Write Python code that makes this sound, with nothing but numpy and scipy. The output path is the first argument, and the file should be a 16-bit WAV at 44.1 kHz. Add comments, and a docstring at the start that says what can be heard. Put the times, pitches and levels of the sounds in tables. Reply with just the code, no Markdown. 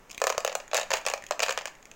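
"""Hard candies tumble in bursts from a foil packet onto a plastic platter, close to the microphone. Each
landing knocks the platter, gives a hard clack and ticks with its sugar shell; the heap rattles as it slides,
and the packet crinkles faintly between the bursts. The place is a small room: quick reflections off rim and
table, a short tail, a steady hush behind."""
import sys
import numpy as np
from scipy import signal
from scipy.fft import rfft, irfft
from scipy.io import wavfile

SR = 44100
rng = np.random.default_rng(int(sys.argv[2]) if len(sys.argv) > 2 else 0)


def inscribe(sig):
    """Save sig as 16-bit PCM at rate SR to the path in sys.argv[1].

    A 1-D sig is mono; a 2-D sig holds one channel per row.
    Samples are clipped to [-1, 1] before scaling.
    """
    pcm = np.round(np.clip(np.atleast_2d(sig).T, -1, 1) * 32767)
    wavfile.write(sys.argv[1], SR, pcm.astype(np.int16))


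N = 85995
AGE = np.arange(SR // 3) / SR  # seconds since a contact
CLACK_DECAY_S, TICK_DECAY_S, CREASE_DECAY_S = 0.0032, 0.0012, 0.0011


def amp(db):
    """Decibels to gain."""
    return 10 ** (np.asarray(db) / 20)


def read(points, hz):
    """A table's value on a log-frequency axis."""
    f, value = np.transpose(points)
    return np.interp(np.log(hz + 1), np.log(f), value)


def add(mix, s, sound):
    """Mixes a sound in at time s."""
    part = mix[max(round(s * SR), 0):][:len(sound)]
    part += sound[:len(part)]


def blow(x):
    """Gives a short sound the energy of a 0 dB blow: unit rms over 6 ms."""
    return x * np.sqrt(0.006 * SR / np.sum(x ** 2))


def colour(points, size=1024):
    """Causal impulse response with the given spectrum."""
    log_gain = np.log(amp(read(points, abs(np.fft.fftfreq(size, 1 / SR)))))
    spectrum = np.exp(np.conj(signal.hilbert(log_gain)))
    return np.fft.ifft(spectrum).real[:size // 2]


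def click(body, decay_s, rise_s=0.00012, size=900):
    """One contact: a dense cluster of quickly dying resonances, new every time."""
    shape = (1 - np.exp(-AGE[:size] / rise_s)) * np.exp(-AGE[:size] / decay_s)
    return blow(np.convolve(rng.standard_normal(size) * shape, body))


# Room tone at the microphone: (frequency [Hz], relative level [dB])
HUSH_SPECTRUM = [(25, 8), (70, -11.5), (160, -3.5), (600, -2.5), (1900, -9.5), (4600, -23.5), (6700, -17),
                 (9600, -30.5), (16000, -27)]
def room_tone(db=-55.5):
    """The steady hush of the small room, far behind the candies."""
    gain = amp(read(HUSH_SPECTRUM, np.fft.rfftfreq(N, 1 / SR)))
    hush = irfft(rfft(rng.standard_normal(N)) * gain, N)
    return amp(db) * hush / hush.std()


# How long the room rings: (frequency [Hz], t60 [s])
TAIL_T60 = [(300, 0.22), (1700, 0.43), (6000, 0.32), (15000, 0.16)]
# Colour of the room's tail: (frequency [Hz], gain [dB])
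TAIL_SPECTRUM = [(200, 0), (2300, -4.5), (6500, -6.5), (15000, 4.5)]
def reflections(direct, near_start_s=0.003, near_decay_s=0.011, far_start_s=0.017, db=-11.5, count=3):
    """The nearby rim and table answer first, then the room; paths shift as the landing spot moves."""
    out = np.zeros(N)
    hz, t, _ = signal.stft(AGE, SR, nperseg=256)
    for k in range(count):
        near = rng.standard_normal(len(AGE)) * (AGE > near_start_s) * np.exp(-AGE / near_decay_s)
        bands = signal.stft(rng.standard_normal(len(AGE)), SR, nperseg=256)[2]
        bands *= np.exp(-np.log(1000) * t / read(TAIL_T60, hz)[:, None])
        far = signal.istft(bands, SR)[1][:len(AGE)] * (AGE > far_start_s)
        far = signal.fftconvolve(far / np.linalg.norm(far), colour(TAIL_SPECTRUM))[:len(AGE)]
        paths = amp(db) * (near / np.linalg.norm(near) + far)
        # the sets of paths crossfade at constant power
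        share = np.sqrt(2 / count) * np.cos(np.pi * (2 * np.pi * np.arange(N) / SR + k / count))
        out += signal.fftconvolve(direct * share, paths)[:N]
    return out


# Thuds in the table under the platter: (time [s], level [dB])
TABLE_BUMPS = [(0.377, -47.5), (0.935, -58)]
def table_bumps(hz=127, decay_s=0.0023):
    """Heavy landings give the table a short, low bump."""
    out = np.zeros(N)
    bump = blow(np.sin(2 * np.pi * hz * AGE) * np.exp(-AGE / decay_s))
    for s, db in TABLE_BUMPS:
        add(out, s, amp(db) * bump)
    return out


# Colour of the slack foil: (frequency [Hz], relative level [dB])
FOIL_SPECTRUM = [(200, -6), (1400, -10.5), (1900, 5), (2700, -5.5), (8000, -41)]
# Bright snaps of the foil: (time [s], level [dB])
FOIL_SNAPS = [(0.0964, -50.5), (0.101, -46), (0.1107, -42.5), (0.1142, -40), (0.1288, -48.5),
              (0.1464, -42.5), (0.1787, -34), (0.2012, -43), (1.2657, -41), (1.8272, -51.5), (1.9143, -44)]
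# Dull taps of candies shifting in the packet: (time [s], level [dB])
PACKET_NUDGES = [(0.679, -45), (1.0135, -47), (1.2233, -44), (1.239, -40.5), (1.6953, -51.5), (1.752, -53),
                 (1.786, -60), (1.8548, -46)]
def packet(taut_pitch_ratio=1.32):
    """Above the platter, creases snap, ringing higher than slack foil, and candies nudge each other."""
    out, slack, bright = np.zeros(N), colour(FOIL_SPECTRUM), colour(SHELL_SPECTRUM)
    taut = colour([(hz * taut_pitch_ratio, db) for hz, db in FOIL_SPECTRUM])
    for s, db in FOIL_SNAPS:
        add(out, s, amp(db) * click(bright + taut, TICK_DECAY_S))
    for s, db in PACKET_NUDGES:
        add(out, s, amp(db) * click(slack + bright / 2, CREASE_DECAY_S))
    return out


def packet_rustle(count=100, db=-60, spread_db=3):
    """Tiny random ticks of candies sliding inside the tipped packet, from its first snap on."""
    out, body = np.zeros(N), colour(FOIL_SPECTRUM) + colour(SHELL_SPECTRUM) / 2
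    for s in rng.uniform(FOIL_SNAPS[0][0], N / SR, count):
        add(out, s, amp(db + spread_db * rng.standard_normal()) * click(body, CREASE_DECAY_S))
    return out


# Colour of the hard clack of each landing: (frequency [Hz], relative level [dB])
CLACK_SPECTRUM = [(400, -32), (850, 5.5), (1480, -2.5), (1720, 3), (2050, -2.5), (2480, 5), (3500, -6.5),
                  (4400, -5), (5500, -6.5), (9000, -34)]
# Slides of the heap: (start [s], end [s], level of a typical contact [dB])
HEAP_SLIDES = [(0.748, 0.824, -44), (0.935, 0.988, -44), (1.068, 1.126, -49.5), (1.423, 1.523, -47.5)]
def heap_rattle(contacts_per_s=550, spread_db=2, shell_db=-3.5, decay_s=0.0009):
    """The heap slides on the platter: short, uneven contacts run together into a fine rattle."""
    out, body = np.zeros(N), colour(CLACK_SPECTRUM) + amp(shell_db) * colour(SHELL_SPECTRUM)
    for start, end, db in HEAP_SLIDES:
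        for s in np.arange(start, end, 1 / contacts_per_s):
            gain = amp(db + spread_db * rng.standard_normal())
            add(out, s + rng.random() / contacts_per_s, gain * click(body, decay_s))
    return out


# Modes of the plastic platter: (nominal frequency [Hz], relative level [dB], t60 [s])
PLATTER_MODES = [(479, 7.5, 0.027), (544.7, 10.5, 0.026), (639.6, 7, 0.024), (1035, 4, 0.019),
                 (1170, 2.5, 0.0086)]
# The platter's faint after-ring: (frequency [Hz], relative level [dB])
PLATTER_RING = [(524, -24), (632, -17), (742, -22), (810, -17.5), (1233, -13.5), (1691, -17)]
def platter_knock(heap, spot_detune=0.041, heap_detune=0.073, spot_db=1.2, muffle_db=17, ring_t60_s=0.18):
    """The platter, struck at a random spot; the heap (0-1) loads it unevenly and scatters its modes."""
    shifts = 1 + (spot_detune + heap * heap_detune) * rng.uniform(-0.47, 1, len(PLATTER_MODES))
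    losses = muffle_db * heap * (np.arange(len(PLATTER_MODES)) == 0)  # only the lowest mode is muffled
    modes = [(hz * shift, db - loss, t60)
             for (hz, db, t60), shift, loss in zip(PLATTER_MODES, shifts, losses)]
    modes += [(hz, db, ring_t60_s) for hz, db in PLATTER_RING]
    out = np.zeros(len(AGE))
    for hz, db, t60 in modes:
        gain = amp(db + spot_db * rng.standard_normal())  # each spot stresses other modes
        fall = np.exp(-np.log(1000) * AGE / t60)
        out -= gain * fall * np.cos(2 * np.pi * hz * AGE)
    # the band that the platter radiates, in Hz
    lowpass = signal.butter(2, 1730, "low", fs=SR, output="sos")
    highpass = signal.butter(8, 423.5, "high", fs=SR, output="sos")
    return blow(signal.sosfilt(highpass, signal.sosfilt(lowpass, out)))


def candy_clink(low_hz=1678, high_hz=4644, decay_s=0.0023):
    """The brief note of one candy; its size, drawn at random, sets the pitch."""
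    hz = low_hz * (high_hz / low_hz) ** rng.random()
    return blow(np.sin(2 * np.pi * hz * AGE) * np.exp(-AGE / decay_s))


# Colour of the sugar shell, also the foil's bright edge: (frequency [Hz], relative level [dB])
SHELL_SPECTRUM = [(1500, -37.5), (4600, -8), (5700, -6), (6800, 4), (7700, -6.5), (9200, -17), (12500, -24),
                  (15300, -18), (16500, -13)]
def shell_tick(tick_db, top_hz=9000, lift_db_per_db=0.4, pivot_db=-31):
    """The dry, brittle sugar shell ticks; a harder landing has a shorter contact and so more top."""
    lift_db = lift_db_per_db * (tick_db - pivot_db)
    body = colour([(hz, db + lift_db * (hz > top_hz)) for hz, db in SHELL_SPECTRUM])
    return click(body, TICK_DECAY_S)


# Candies hitting the platter: (time [s], knock level [dB], clack level [dB], tick level [dB])
CANDY_LANDINGS = [(0.2169, -21, -27.5, -30.5), (0.2397, -23, -28, -26.5), (0.2692, -23.0, -26.5, -25.5),
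                  (0.277, -30, -33.5, -37.0), (0.2945, -36, -34, -36), (0.3009, -23.5, -30, -29),
                  (0.324, -35, -33, -37.5), (0.348, -38, -45, -50), (0.3794, -22.5, -32.5, -28.5),
                  (0.4043, -42, -39.5, -41), (0.4482, -21.5, -31, -27), (0.4638, -46, -36, -43),
                  (0.4766, -27, -30.5, -32), (0.4955, -38, -36.5, -48), (0.5183, -40, -43, -51),
                  (0.5263, -41, -40, -41.5), (0.5523, -26, -30, -28), (0.6009, -42, -42.5, -48),
                  (0.714, -42, -39.5, -49), (0.7325, -24.5, -34, -40), (0.737, -40, -42, -41),
                  (0.7451, -24.5, -28.5, -25), (0.7528, -25.5, -30, -31.5), (0.7592, -37, -29, -38),
                  (0.7668, -36, -33, -29), (0.7692, -42, -33, -27), (0.7767, -30.5, -27.5, -29),
                  (0.7855, -28.5, -31, -42), (0.797, -32, -34, -34.5), (0.8131, -32.5, -33.5, -36),
                  (0.8311, -38, -37.5, -40.5), (0.9051, -30.5, -29, -32.5), (0.9103, -39, -34.5, -41.5),
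                  (0.916, -28.5, -25.5, -34), (0.931, -28, -37, -36), (0.936, -25, -25, -27),
                  (0.9387, -26, -29, -28.5), (0.9462, -32.5, -31.5, -49), (0.9547, -39, -33.5, -43),
                  (0.9698, -39.5, -36, -35.5), (1.052, -39.5, -38.5, -43), (1.0643, -26.5, -25.5, -26),
                  (1.0738, -30, -33, -37), (1.0845, -40.5, -29.5, -32), (1.0998, -33, -36, -32.5),
                  (1.114, -46, -37.5, -47), (1.1368, -25.5, -28.5, -31.5), (1.1773, -43.5, -45.5, -47),
                  (1.3092, -23, -30.5, -31), (1.3209, -37.5, -34.5, -42.5), (1.3937, -31, -32, -34),
                  (1.4029, -30, -27.5, -31), (1.4217, -33, -34.5, -33), (1.4262, -29, -39.5, -30.5),
                  (1.4307, -35, -23.5, -28), (1.4345, -27.5, -30.5, -29), (1.4375, -33.5, -27.5, -35),
                  (1.4628, -34.5, -33.5, -37.5), (1.4833, -30, -32, -36), (1.4928, -27, -28, -36.5),
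                  (1.4948, -49, -51, -36), (1.5051, -48, -44, -35), (1.508, -33.0, -29.5, -35),
                  (1.5243, -40, -36.5, -34.5), (1.5757, -29.5, -29, -34.5), (1.588, -43, -34.5, -41),
                  (1.6105, -49, -40, -52), (1.6174, -50, -45, -47), (1.6557, -36.5, -32, -35.5),
                  (1.6727, -58, -40.5, -44), (1.679, -52, -41, -45)]
def candies(heap_full_s=0.68, clink_offset_db=-7):
    """Close to the microphone, each landing knocks, clacks and ticks; a growing heap clinks more."""
    out, clack = np.zeros(N), colour(CLACK_SPECTRUM)
    for s, knock_db, clack_db, tick_db in CANDY_LANDINGS:
        heap = min(s / heap_full_s, 1) ** 2  # 1 once the platter's floor is covered
        add(out, s, amp(knock_db) * platter_knock(heap))
        add(out, s, heap * amp(clack_db + clink_offset_db) * candy_clink())
        add(out, s, amp(clack_db) * click(clack, CLACK_DECAY_S))
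        add(out, s, amp(tick_db) * shell_tick(tick_db))
    return out


def scene():
    """One microphone near the platter: candies and packet up close, the small room behind."""
    direct = candies() + table_bumps() + packet() + packet_rustle() + heap_rattle()
    return (direct + reflections(direct) + room_tone())[None]


def record(dry):
    """The recorder cuts the treble above 16.1 kHz."""
    lowpass = signal.firwin(255, 16100, window=("kaiser", 9), fs=SR)
    return signal.oaconvolve(dry, lowpass[None], "same")


dry = scene()
out = record(dry)
inscribe(out)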